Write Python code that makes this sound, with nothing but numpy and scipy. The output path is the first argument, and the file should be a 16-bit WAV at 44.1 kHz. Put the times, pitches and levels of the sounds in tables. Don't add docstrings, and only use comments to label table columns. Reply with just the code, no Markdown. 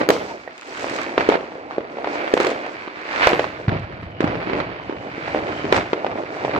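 import sys
import numpy as np
from scipy import signal
from scipy.fft import rfft, irfft, next_fast_len
from scipy.io import wavfile
from scipy.ndimage import map_coordinates

SR = 44100
rng = np.random.default_rng(int(sys.argv[2]) if len(sys.argv) > 2 else 0)


def generate_wav(sig):
    pcm = np.round(np.clip(np.atleast_2d(sig).T, -1, 1) * 32767).astype(np.int16)
    wavfile.write(sys.argv[1], SR, pcm)


def invert_db(x):
    u = np.asarray(x, float) / 20
    return 10 ** u


N = 290619

# t/s, peak level/dB, swing f/Hz, front level/dB re peak, left lag/ms
SHELLS = [(0.0142, -9.5, 440, -11, -0.44), (0.0895, -6, 400, -4.5, -0.16),
          (0.0994, -4.5, 408, -30.5, 0.037), (0.104, -1.5, 523, -6.5, 0.38), (0.4773, -20, 634, -20, 0.1),
          (1.1797, -4.5, 440, -4.5, -0.044), (1.2906, 1.4, 412, -16, 0.32), (1.7831, -8.5, 450, -18, -0.18),
          (2.0447, -15, 630, -5, -0.1), (2.3393, -0.2, 433, -15, 0.42), (2.8773, -24.5, 350, -4, 0.019),
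          (3.2723, 2.5, 530, -5, 0.03), (3.395, -5.5, 514, -7, 0.044), (3.6844, -10, 117, -9.5, -0.083),
          (4.2065, -9, 350, -6.5, 0.38), (4.243, -8.5, 267, -10, 0.37), (4.5335, -11, 444, -8.5, 0.56),
          (4.8973, -16, 360, -12, 0.4), (5.3478, -7.5, 610, -24, 0.073), (5.7261, -3.5, 415, -1.5, 0.2),
          (5.9327, -8, 408, -5, -0.32), (6.0467, -8.5, 676, -16, 0.29), (6.4496, -9.5, 567, -10, 0.2),
          (6.5631, -11, 855, -6.5, 0.016)]
# t/s, peak level/dB, swing f/Hz, front level/dB re peak
WALL_SLAPS = [(0.152, -22, 480, -25), (1.1964, -26, 494, -11.5), (1.2093, -12.5, 506, -1.5),
              (1.2997, -17.5, 574, 3.5), (1.3226, -7.5, 650, -8.5), (1.3421, -9, 760, -8),
              (1.3558, -8, 460, -11), (1.8078, -24, 560, -8.5), (2.0737, -13.5, 547, -8),
              (2.3702, -8.5, 597, -16), (2.3759, -13, 392, -2), (2.4026, -8.5, 367, -4.5),
              (2.4102, -13.5, 520, -13.5), (2.4478, -14.5, 334, -0.5), (2.4695, -11.5, 455, -5.5),
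              (2.495, -14, 470, -24.5), (2.5172, -13.5, 530, -21), (3.3189, -15.5, 587, -3),
              (3.3328, -9, 383, -2.5), (3.3414, -14, 460, -11), (3.4431, -16.5, 715, -1),
              (3.6942, -18, 197, -1), (4.227, -13.5, 504, -29), (5.361, -13.5, 494, -11),
              (5.7457, -19.5, 434, 5), (5.7653, -14, 494, -3), (5.7802, -9, 690, -21),
              (6.0658, -14.5, 535, -4.5), (6.4814, -13, 617, -17), (6.4955, -14.5, 505, -16)]
# t/s, peak level/dB, swing f/Hz, front level/dB re peak
CRACKERS = [(0.8439, -16, 573, -5.5), (0.9875, -25.5, 533, 5.5), (0.9924, -19.5, 670, -3),
            (1.0162, -23, 900, 1), (1.5207, -26, 496, -9), (1.7103, -18, 850, -11.5),
            (1.9451, -26.5, 370, -29), (1.986, -18.5, 644, -14), (2.158, -16.5, 580, -10),
            (2.2781, -14.5, 613, -7), (4.276, -23.5, 494, 4), (3.1783, -16, 735, -14),
            (3.221, -14, 695, -4), (3.234, -15.5, 850, -6), (3.2582, -19, 610, -21), (3.6, -22, 477, -14),
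            (3.7688, -25.5, 520, -2.5), (4.473, -19, 295, -13), (4.4986, -19.5, 373, -4),
            (4.603, -19, 566, 1.5), (4.7994, -21, 885, -37), (5.181, -21.5, 361, -21),
            (5.2801, -16, 645, -9), (5.6453, -15.5, 315, -11), (5.6526, -20, 426, -4),
            (5.9789, -16.5, 577, -38), (6.1153, -23, 644, -3), (6.13, -23.5, 695, -11),
            (6.1882, -20.5, 415, -10), (6.3692, -19.5, 630, -11)]
# t/s, peak level/dB, swing f/Hz, front level/dB re peak
FAR_CRACKERS = [(0.033, -19, 476, -12), (0.1662, -18, 405, -7), (0.2222, -20.5, 414, -12),
                (0.2539, -26.5, 416, -12), (0.8269, -21, 626, -9), (0.9137, -21.9, 346, -8),
                (0.9383, -23, 339, -12), (1.409, -25, 437, -8), (1.4418, -27, 363, -11),
                (1.5553, -23.4, 518, -12.5), (1.5843, -28, 399, -11), (1.662, -33, 646, -11),
                (1.9221, -26.6, 757, -12), (1.9712, -22, 494, -10), (2.2061, -18, 695, -10),
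                (2.2117, -22.5, 671, -11), (2.6648, -19.5, 600, -9), (2.694, -22, 650, -11),
                (2.8821, -22, 940, -8.5), (2.9726, -30.7, 348, -13), (3.018, -28.5, 493, -11),
                (3.0556, -30, 407, -13), (3.093, -26.0, 634, -10), (3.1113, -25.2, 559, -10),
                (3.1402, -20, 723, -12), (3.211, -13.5, 818, -10), (3.8974, -34, 331, -10),
                (3.9244, -32.9, 831, -9), (4.0299, -27.5, 280, -7), (4.346, -18, 387, -10),
                (4.355, -16, 476, -9), (4.4174, -25, 388, -10), (4.5574, -18.3, 395, -13),
                (4.5857, -23.5, 592, -11), (4.91, -20.5, 815, -13), (4.9263, -20, 390, -9.5),
                (4.9667, -26.5, 490, -6), (5.0718, -26.5, 290, -8), (5.0882, -34, 378, -10),
                (5.2112, -27.8, 665, -8), (5.3742, -18, 550, -11), (5.3897, -17.2, 630, -10.5),
                (5.4901, -18.5, 545, -9), (6.1757, -32.0, 907, -10), (6.236, -20.5, 448, -10.5),
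                (6.3553, -28, 413, -8), (6.409, -26, 590, -9)]
# t/s, peak level/dB, swing f/Hz, front level/dB re peak
HILL_ROLLS = [
    (3.727, -19, 128.5, -30),
    (3.765, -21, 117, -28),
    (3.803, -31.5, 85, -28),
    (3.845, -29.5, 79.6, -30),
    (3.939, -32, 90, -30),
    (4.0, -37, 85, -29),
    (4.068, -31, 74.5, -30),
    (4.151, -34.5, 100, -29),
    (4.28, -25.5, 131, -31),
]
# f/Hz, level/dB
SWING_AIR = [(20, 4), (2500, -3.5), (5000, -14), (8000, -47.5), (16000, -68)]
# f/Hz, level/dB
FRONT_COLOUR = [(400, -7), (900, 9), (2000, 2.5), (4000, -9.5), (6500, -25), (9000, -64.5), (16000, -70)]


def blasts(echo):
    far = FAR_CRACKERS + HILL_ROLLS
    street = scattered(WALL_SLAPS + CRACKERS + far, lag_ms=0.22, spread_ms=0.28)
    s, db, hz, front_db, lag_ms = np.vstack([SHELLS, street]).T
    counts = [len(SHELLS), len(WALL_SLAPS), len(CRACKERS), len(far)]
    echo_db = [-2.5, -0.5, 2.5, -2.1]
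    db = db + echo * np.repeat(echo_db, counts)

    def swing(t):
        cycles = t * hz[:, None]
        rise = np.clip((cycles + 0.6) / 0.16, 0, 1)
        late = np.maximum(cycles, 0)
        fall = 0.66 * invert_db(-15 * late ** 2) + 0.13 * invert_db(-8 * late)
        steep = np.tanh(1.73 * np.cos(2 * np.pi * cycles))
        return -invert_db(db + 4.5)[:, None] * steep * rise * fall

    def crack(t):
        t = t + 0.234 / hz[:, None]
        step = 0.72 * np.exp(-(t / 0.00005) ** 2)
        step = step + 0.22 * burst(t, t60=0.005)
        trail = 0.27 * (1 - echo) * burst(t, t60=0.035)
        return invert_db(db + front_db + 14.5)[:, None] * (step + trail)

    fronts = at_both_mics(s, lag_ms, crack, shadow_db=4.0, size=900)
    swings = at_both_mics(s, lag_ms, swing, shadow_db=1.5, size=1900)
    return coloured(swings, SWING_AIR) + coloured(fronts, FRONT_COLOUR)


# t/s, peak level/dB, left lag/ms
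EDGES = [(0.0895, -7.5, -0.27), (0.098, -22.5, -0.3), (0.1045, -8.5, -0.33), (1.1806, -27.5, -0.14),
         (1.2912, -15, 0.14), (2.3395, -12, 0.14), (2.376, -20.5, 0.095), (2.4015, -13, 0.21),
         (2.41, -18, 0.15), (2.4317, -19.5, -0.25), (2.448, -18, 0.6), (2.469, -13.5, 0.25),
         (2.503, -21, 0.019), (2.514, -26, 0.02), (2.6645, -31.5, -0.55), (3.015, -37.5, 0.13),
         (3.2708, -10.5, 0.01), (3.291, -14, 0.01), (3.3109, -17.5, -0.14), (3.3946, -19.5, 0.41),
         (3.795, -38, 0.4), (3.83, -45, 0.2), (3.846, -44, 0.26), (3.925, -45, 0.2), (3.972, -48, 0.3),
         (4.023, -47, 0.2), (4.11, -49, 0.2), (4.2088, -25.5, -0.12), (4.2456, -30, 0.36),
         (4.5902, -34, -0.02), (5.7251, -12.5, 0.01), (5.7465, -28, -0.49), (5.7658, -16, 0.014)]
# t/s, peak level/dB
STAR_STRING = [(0.5516, -53.1), (0.5634, -51), (0.5718, -48.0), (0.5794, -34.5), (0.586, -45),
               (0.5919, -44.5), (0.6016, -53.0), (0.6116, -32), (0.6214, -48.7), (0.6298, -42),
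               (0.6451, -44), (0.6496, -45), (0.6568, -40.6), (0.6682, -41), (0.6734, -36), (0.6799, -35.8),
               (0.686, -41.5), (0.6932, -38.7), (0.6977, -40), (0.7059, -38.6), (0.7112, -40.5),
               (0.7205, -40.0), (0.7292, -33), (0.7351, -39), (0.7404, -38), (0.7472, -33.5), (0.7547, -45),
               (0.7637, -36.5), (0.7722, -37.1), (0.7764, -31), (0.7815, -36.5), (0.7958, -28.5),
               (0.8089, -29.5), (0.8157, -34), (0.822, -29.6), (0.8311, -30.7), (0.8375, -30),
               (0.8501, -34), (0.8557, -35.7), (0.8655, -30.8), (0.8783, -29), (0.8937, -34.0),
               (0.8982, -24), (0.9049, -33.0), (0.9161, -35.5), (0.9217, -35.6), (0.9337, -35.4),
               (0.9399, -30), (0.9492, -32), (0.9633, -23.5), (0.9753, -37.5), (0.9871, -35.4),
               (1.0084, -38.7), (1.0161, -27.5), (1.026, -37.9), (1.0323, -27.2), (1.0396, -40),
               (1.0488, -40)]
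# t/s, peak level/dB
SPARKS = [(2.4214, -38.8), (2.4261, -38), (2.4368, -40.1), (2.4596, -37.6), (2.4723, -37), (2.4772, -38.5),
          (2.4877, -40.7), (2.4922, -40.5), (2.5066, -40), (2.5106, -39), (2.5217, -44.3)]
# f/Hz, level/dB
EDGE_COLOUR = [(600, -19), (2500, 11.5), (7500, 2.5), (9500, -13), (16000, -28.5)]
# f/Hz, level/dB
STAR_COLOUR = [(600, -12), (2500, 12.5), (5500, 3.5), (8000, 3), (9200, -13), (16000, -24)]
# f/Hz, level/dB
AIRY_TOP = [(5000, -48.5), (9000, -17), (13000, -15.5), (16000, -18)]


def snaps(spit):
    def clicks(rows, gain_db, spectrum):
        s, db, lag_ms = np.transpose(rows)
        db = db + gain_db

        def click(t):
            return invert_db(db - 7.5)[:, None] * (np.exp(-(t / 0.00003) ** 2) + spit * burst(t, t60=0.0082))

        def close_click(t):
            return invert_db(2.26 * (db + 13.5))[:, None] * click(t)

        body = at_both_mics(s, lag_ms, click, shadow_db=2.0, size=700)
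        top = at_both_mics(s, lag_ms, close_click, shadow_db=8.0, size=700)
        return coloured(body, spectrum) + coloured(top, AIRY_TOP)

    def overhead(rows):
        return scattered(rows, lag_ms=-0.062, spread_ms=0.34)

    edges = clicks(EDGES, 0, EDGE_COLOUR)
    string = clicks(overhead(STAR_STRING), 6, STAR_COLOUR)
    return edges + string + clicks(overhead(SPARKS), 13, STAR_COLOUR)


# t/s, level/dB, f/Hz, t60/s
TUBE_RING = [
    (0.478, -27.5, 1880, 0.033),
]


def tube():
    s, db, hz, t60 = np.transpose(TUBE_RING)

    def ring(t):
        return (t > 0) * invert_db(db - 60 * np.abs(t) / t60) * np.sin(2 * np.pi * hz * t)

    return at_both_mics(s - 0.0015, 0 * s, ring, shadow_db=6, size=900)


# peak t/s, level/dB, swell/s, fade/s
RUNS = [
    (1.0, -43, 0.34, .3),
    (2.24, -35.5, 0.27, .25),
    (2.78, -49.5, .4, .3),
    (3.17, -36, 0.18, 0.22),
    (4.45, -43, 0.31, 0.28),
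    (5.32, -43, 0.35, .5),
]
# f/Hz, level/dB
RATTLE_COLOUR = [(1000, -29), (1700, -2.5), (2300, 6), (2800, -6.5), (4200, -33.5)]


def rattle():
    level_db = swells(np.c_[RUNS, np.zeros(len(RUNS))], -70)
    return invert_db(level_db) * pops(220, 2.7, RATTLE_COLOUR, blur=0.66, alike=0.5, pan_db=-2.0)


# peak t/s, level/dB, swell/s, fade/s (over 20 dB), big shells level/dB re crackers
VOLLEYS = [(0.01, -24, 0.13, 0.16, -18), (.12, -23.5, 0.053, 0.29, -16.5), (.85, -32, 0.3, 2.6, -19),
           (1.21, -22.5, 0.1, 0.22, -16.5), (1.8, -37.5, 0.21, 0.27, -18), (2.1, -29, 0.35, 0.75, -27),
           (2.45, -24.5, 0.14, 0.48, -24), (3.29, -25, 0.33, 0.42, -29.5), (3.3, -41.5, .03, .5, 2),
           (3.72, -26, 0.068, 0.13, -9.5), (3.95, -41, 0.64, 1.95, 1.5), (4.225, -23.5, 0.029, 0.42, -8),
           (4.6, -26.5, 0.42, 0.23, -9), (5.0, -36, 0.97, 0.28, -9), (5.42, -27.5, 0.53, 0.79, -8.5),
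           (5.78, -21.5, 0.18, 0.1, -7), (6.1, -29, 0.36, 0.63, -15.5), (6.45, -35.5, 0.27, .5, -8),
           (6.59, -22, 0.22, .3, -11)]
# peak t/s, level/dB, swell/s, fade/s (over 20 dB), top left by the air level/dB
SHOWERS = [(0.01, -28, 0.058, 0.14, -15), (.12, -32, 0.022, 0.45, -5.5), (.75, -36.5, 0.15, 2.1, -14),
           (.95, -31.5, 0.62, 0.83, -14), (1.2, -24.5, 0.026, 0.16, -16), (1.33, -27, 0.19, 0.13, -17.5),
           (1.53, -48, 0.087, 0.28, -22), (1.72, -40.5, 0.069, 0.34, -21), (2.15, -31, 0.32, 2.2, -17.5),
           (2.42, -24.5, 0.088, 0.19, -24.5), (2.72, -45, .3, 0.36, -10), (3.13, -32.5, 0.074, 0.92, -16),
           (3.24, -18.5, 0.23, 0.25, -20), (3.42, -38.5, .2, 0.39, -9), (3.72, -33, 0.049, 0.21, -27),
           (4.04, -43.5, 0.4, 0.74, -37), (4.215, -32, 0.018, 1.4, -25.5), (4.59, -28, 0.27, 0.084, -26),
           (5.33, -31, 0.53, 1.52, -24), (5.55, -41.5, 1, 2.3, -11), (5.765, -20.5, .09, 0.12, -17),
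           (6.1, -41.5, 0.4, 0.45, -22), (6.45, -38, 0.38, 0.87, -11), (6.59, -30, 0.41, .3, -33)]
# level/dB of the far town's rumble, thud, crackle, sizzle, and of a faint steady hiss
FLOOR_DB = [-76, -48, -71, -85.5, -63.5]
# f/Hz, level/dB
RUMBLE = [(20, -14), (50, 18), (120, 23.5), (200, 21), (350, -43.5)]
# f/Hz, level/dB
THUD = [(120, -31.5), (200, -11.5), (300, 2), (400, -2), (650, 0), (1000, -8), (1500, -16.5), (3000, -79.5)]
# f/Hz, level/dB
CRACKLE = [(500, -14), (900, -3.5), (1400, 0), (2300, -1), (3200, -13.5), (4600, -17.5), (7000, -45),
           (9000, -68.5)]
# f/Hz, level/dB
SIZZLE = [(2800, -8.5), (4500, 2.5), (6000, -2), (8300, -10.5), (9000, -26.5), (12000, -48), (16000, -47.5)]
# f/Hz, level/dB
HISS = [(6000, -48), (9000, -24), (12000, -17), (15700, -16), (16100, -56.5)]


def barrage():
    rumble_town, thud_town, crackle_town, sizzle_town, hiss_floor = FLOOR_DB
    rumble_db = swells(VOLLEYS, rumble_town, lingers=1.09, layer=0.96)
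    thud_db = swells(VOLLEYS, thud_town)
    crackle_db = swells(SHOWERS, crackle_town)
    sizzle_db = swells(SHOWERS, sizzle_town, lingers=0.6, layer=0.99)
    hiss_db = 1.13 * swells(SHOWERS, hiss_floor, lingers=0.81, layer=1) - 23.5
    roar = invert_db(rumble_db) * pops(90, 2.6, RUMBLE, blur=1.2, alike=0.95, pan_db=6.5)
    roar += invert_db(thud_db) * pops(250, 4.3, THUD, blur=3.2, alike=0.94, pan_db=-1.6)
    roar += invert_db(crackle_db) * pops(600, 3.55, CRACKLE, blur=1.54, alike=0.54, pan_db=-7.5)
    roar += invert_db(sizzle_db) * pops(500, 2.3, SIZZLE, blur=2.1, alike=0.052, pan_db=-3.0)
    roar += invert_db(hiss_db) * pops(300, 3, HISS, blur=2.2, alike=0.4, pan_db=-0.5)
    return roar


# t/s, level/dB, f/Hz
ROCKET = [(3.75, -71, 3220), (4.02, -63, 3130), (4.1, -56, 3076), (4.17, -50.5, 2963), (4.5, -58, 3006),
          (4.7, -53, 3100), (4.86, -52, 3024), (5.05, -53, 2950), (5.3, -59, 3070), (5.62, -43, 3050),
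          (5.75, -68, 3010)]
# t/s, level/dB, f/Hz
FENCE = [
    (.295, -58, 934),
    (.31, -27.5, 933),
    (.325, -36, 900),
    (.345, -80, 930),
]


def whistles():
    t = np.arange(N) / SR
    rocket_db, rocket_hz = curves(ROCKET)
    turn = 2 * np.pi * np.cumsum(rocket_hz) / SR
    a, b = unit(filtered(rng.standard_normal((2, 2, N)), lambda hz: 1 / (1 + (hz / 145) ** 4)))
    waver_db = map_coordinates(rng.standard_normal(99), [t * 12])
    rocket = invert_db(rocket_db + waver_db) * ((t > 3.75) & (t < 5.75))
    rocket = rocket * (a * np.cos(turn) + b * np.sin(turn))
    fence_db, fence_hz = curves(FENCE)
    fence = invert_db(fence_db) * (fence_db > -69) * np.sin(2 * np.pi * np.cumsum(fence_hz) / SR)
    return rocket + fence


# f/Hz, t60/s
STREET_DECAY = [(100, 0.64), (500, 0.39), (3000, 0.62), (7000, 0.33), (14000, 0.61)]
# f/Hz, level/dB
WALL_COLOUR = [(30, -13), (90, -2), (300, 0), (1400, -1.5), (2400, -0.8), (7500, -0.5), (11000, -3)]


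def houses(x):
    out, step = np.zeros((2, N + 2 * SR)), SR // 3
    for start in range(0, N, step):
        hz, t, z = signal.stft(rng.standard_normal((2, SR // 2)), SR, nperseg=256)
        lumps = invert_db(0.94 * rng.standard_normal(len(t))) * (1 - np.exp(-t / 0.0041))
        decay = invert_db(-60 * t / along(STREET_DECAY, hz)[:, None])
        tail = signal.istft(z * lumps * decay, SR, nperseg=256)[1]
        tail[1] += 1.7 * tail[0]
        tail = tail / np.linalg.norm(tail, axis=1)[:, None]
        wet = signal.fftconvolve(x[None, start:start + step], tail, axes=1)
        out[:, start:start + wet.shape[1]] += wet
    return coloured(out[:, :N], WALL_COLOUR)


def pops(per_s, spread_db, spectrum, blur, alike, pan_db):
    count = int(per_s * N / SR)
    when, way, size = rng.random((3, count))
    sizes = invert_db(-spread_db * np.log(size + 0.02))[:, None]
    lag_ms = np.where(way < 0.7, 0.3, -0.15) + 0.075 * rng.standard_normal(count)

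    def pop(t):
        return sizes * np.exp(-(t / 0.00003) ** 2)

    direct = at_both_mics(when * N / SR, lag_ms, pop, shadow_db=1.5, size=30)
    common, own = rng.standard_normal(N + 13), rng.standard_normal((2, N))
    haze = np.sqrt(alike) * np.array([common[:N], common[13:]]) + np.sqrt(1 - alike) * own
    flicker = map_coordinates(rng.standard_normal(200), [np.arange(N) * 25 / SR])
    haze = haze * invert_db(2.45 * flicker + pan_db * np.array([[0.5], [-0.5]]))
    return unit(coloured(unit(direct) + blur * unit(haze), spectrum))


def swells(rows, floor_db, lingers=1, layer=0):
    s, db, rise_s, fade_s, other_db = np.transpose(rows)[:, :, None]
    coarse = np.arange(0, N, 64)
    t = coarse / SR - s
    drop_db = 20 * np.maximum(-t / rise_s, t / (lingers * fade_s))
    power = invert_db(floor_db) ** 2 + (invert_db(db + layer * other_db - drop_db) ** 2).sum(0)
    return np.interp(np.arange(N), coarse, 10 * np.log10(power))


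def burst(t, t60):
    return np.clip(t / 0.00045, 0, 1) * invert_db(-60 * np.maximum(t, 0) / t60) * rng.standard_normal(t.shape)


def scattered(rows, lag_ms, spread_ms):
    return np.c_[rows, lag_ms + spread_ms * np.clip(rng.standard_normal(len(rows)), -1.5, 1.5)]


def at_both_mics(s, lag_ms, shape, shadow_db, size):
    out = np.zeros((2, N))
    for mic, side in enumerate((0.5, -0.5)):
        arrive = (s + side * lag_ms / 1000)[:, None]
        index = np.round(s * SR).astype(int)[:, None] + np.arange(-size // 3, size)
        wave = invert_db(-side * shadow_db * (lag_ms + 0.78))[:, None] * shape(index / SR - arrive)
        bins = np.clip(index + 1, 0, N + 1)
        out[mic] = np.bincount(bins.ravel(), wave.ravel(), N + 2)[1:-1]
    return out


def unit(x):
    return x / np.sqrt(np.mean(x ** 2) + 1e-20)


def along(points, hz):
    f, v = np.transpose(points)
    return np.interp(np.log(hz + 1), np.log(f + 1), v)


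def curves(rows):
    s, *cols = np.transpose(rows)
    return [np.interp(np.arange(N) / SR, s, c) for c in cols]


def filtered(x, response):
    m = next_fast_len(N + 8192)
    return irfft(rfft(x, m) * response(np.fft.rfftfreq(m, 1 / SR)), m)[..., :N]


def coloured(x, spectrum):
    return filtered(x, lambda hz: invert_db(along(spectrum, hz)))


def scene():
    near = blasts(echo=0) + snaps(spit=1.4) + tube()
    to_walls = blasts(echo=1) + 3.8 * snaps(spit=0)
    echoes = invert_db(-5.0) * houses(to_walls.mean(0))
    far = invert_db(1.5) * barrage() + rattle() + whistles()
    return near + echoes + far


def band_limit(x):
    return signal.sosfilt(signal.butter(12, 16590, fs=SR, output="sos"), x)


def record(dry):
    heard = filtered(dry, lambda hz: (1j * hz / (45 + 1j * hz)) ** 2)
    clipped = heard / (1 + np.abs(heard / 0.99) ** 8) ** (1 / 8)
    faded = clipped * np.clip((N - np.arange(N)) / 150, 0, 1)
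    mix = filtered(faded, lambda hz: hz < 16600)
    return band_limit(mix)


dry = scene()
out = record(dry)
generate_wav(out)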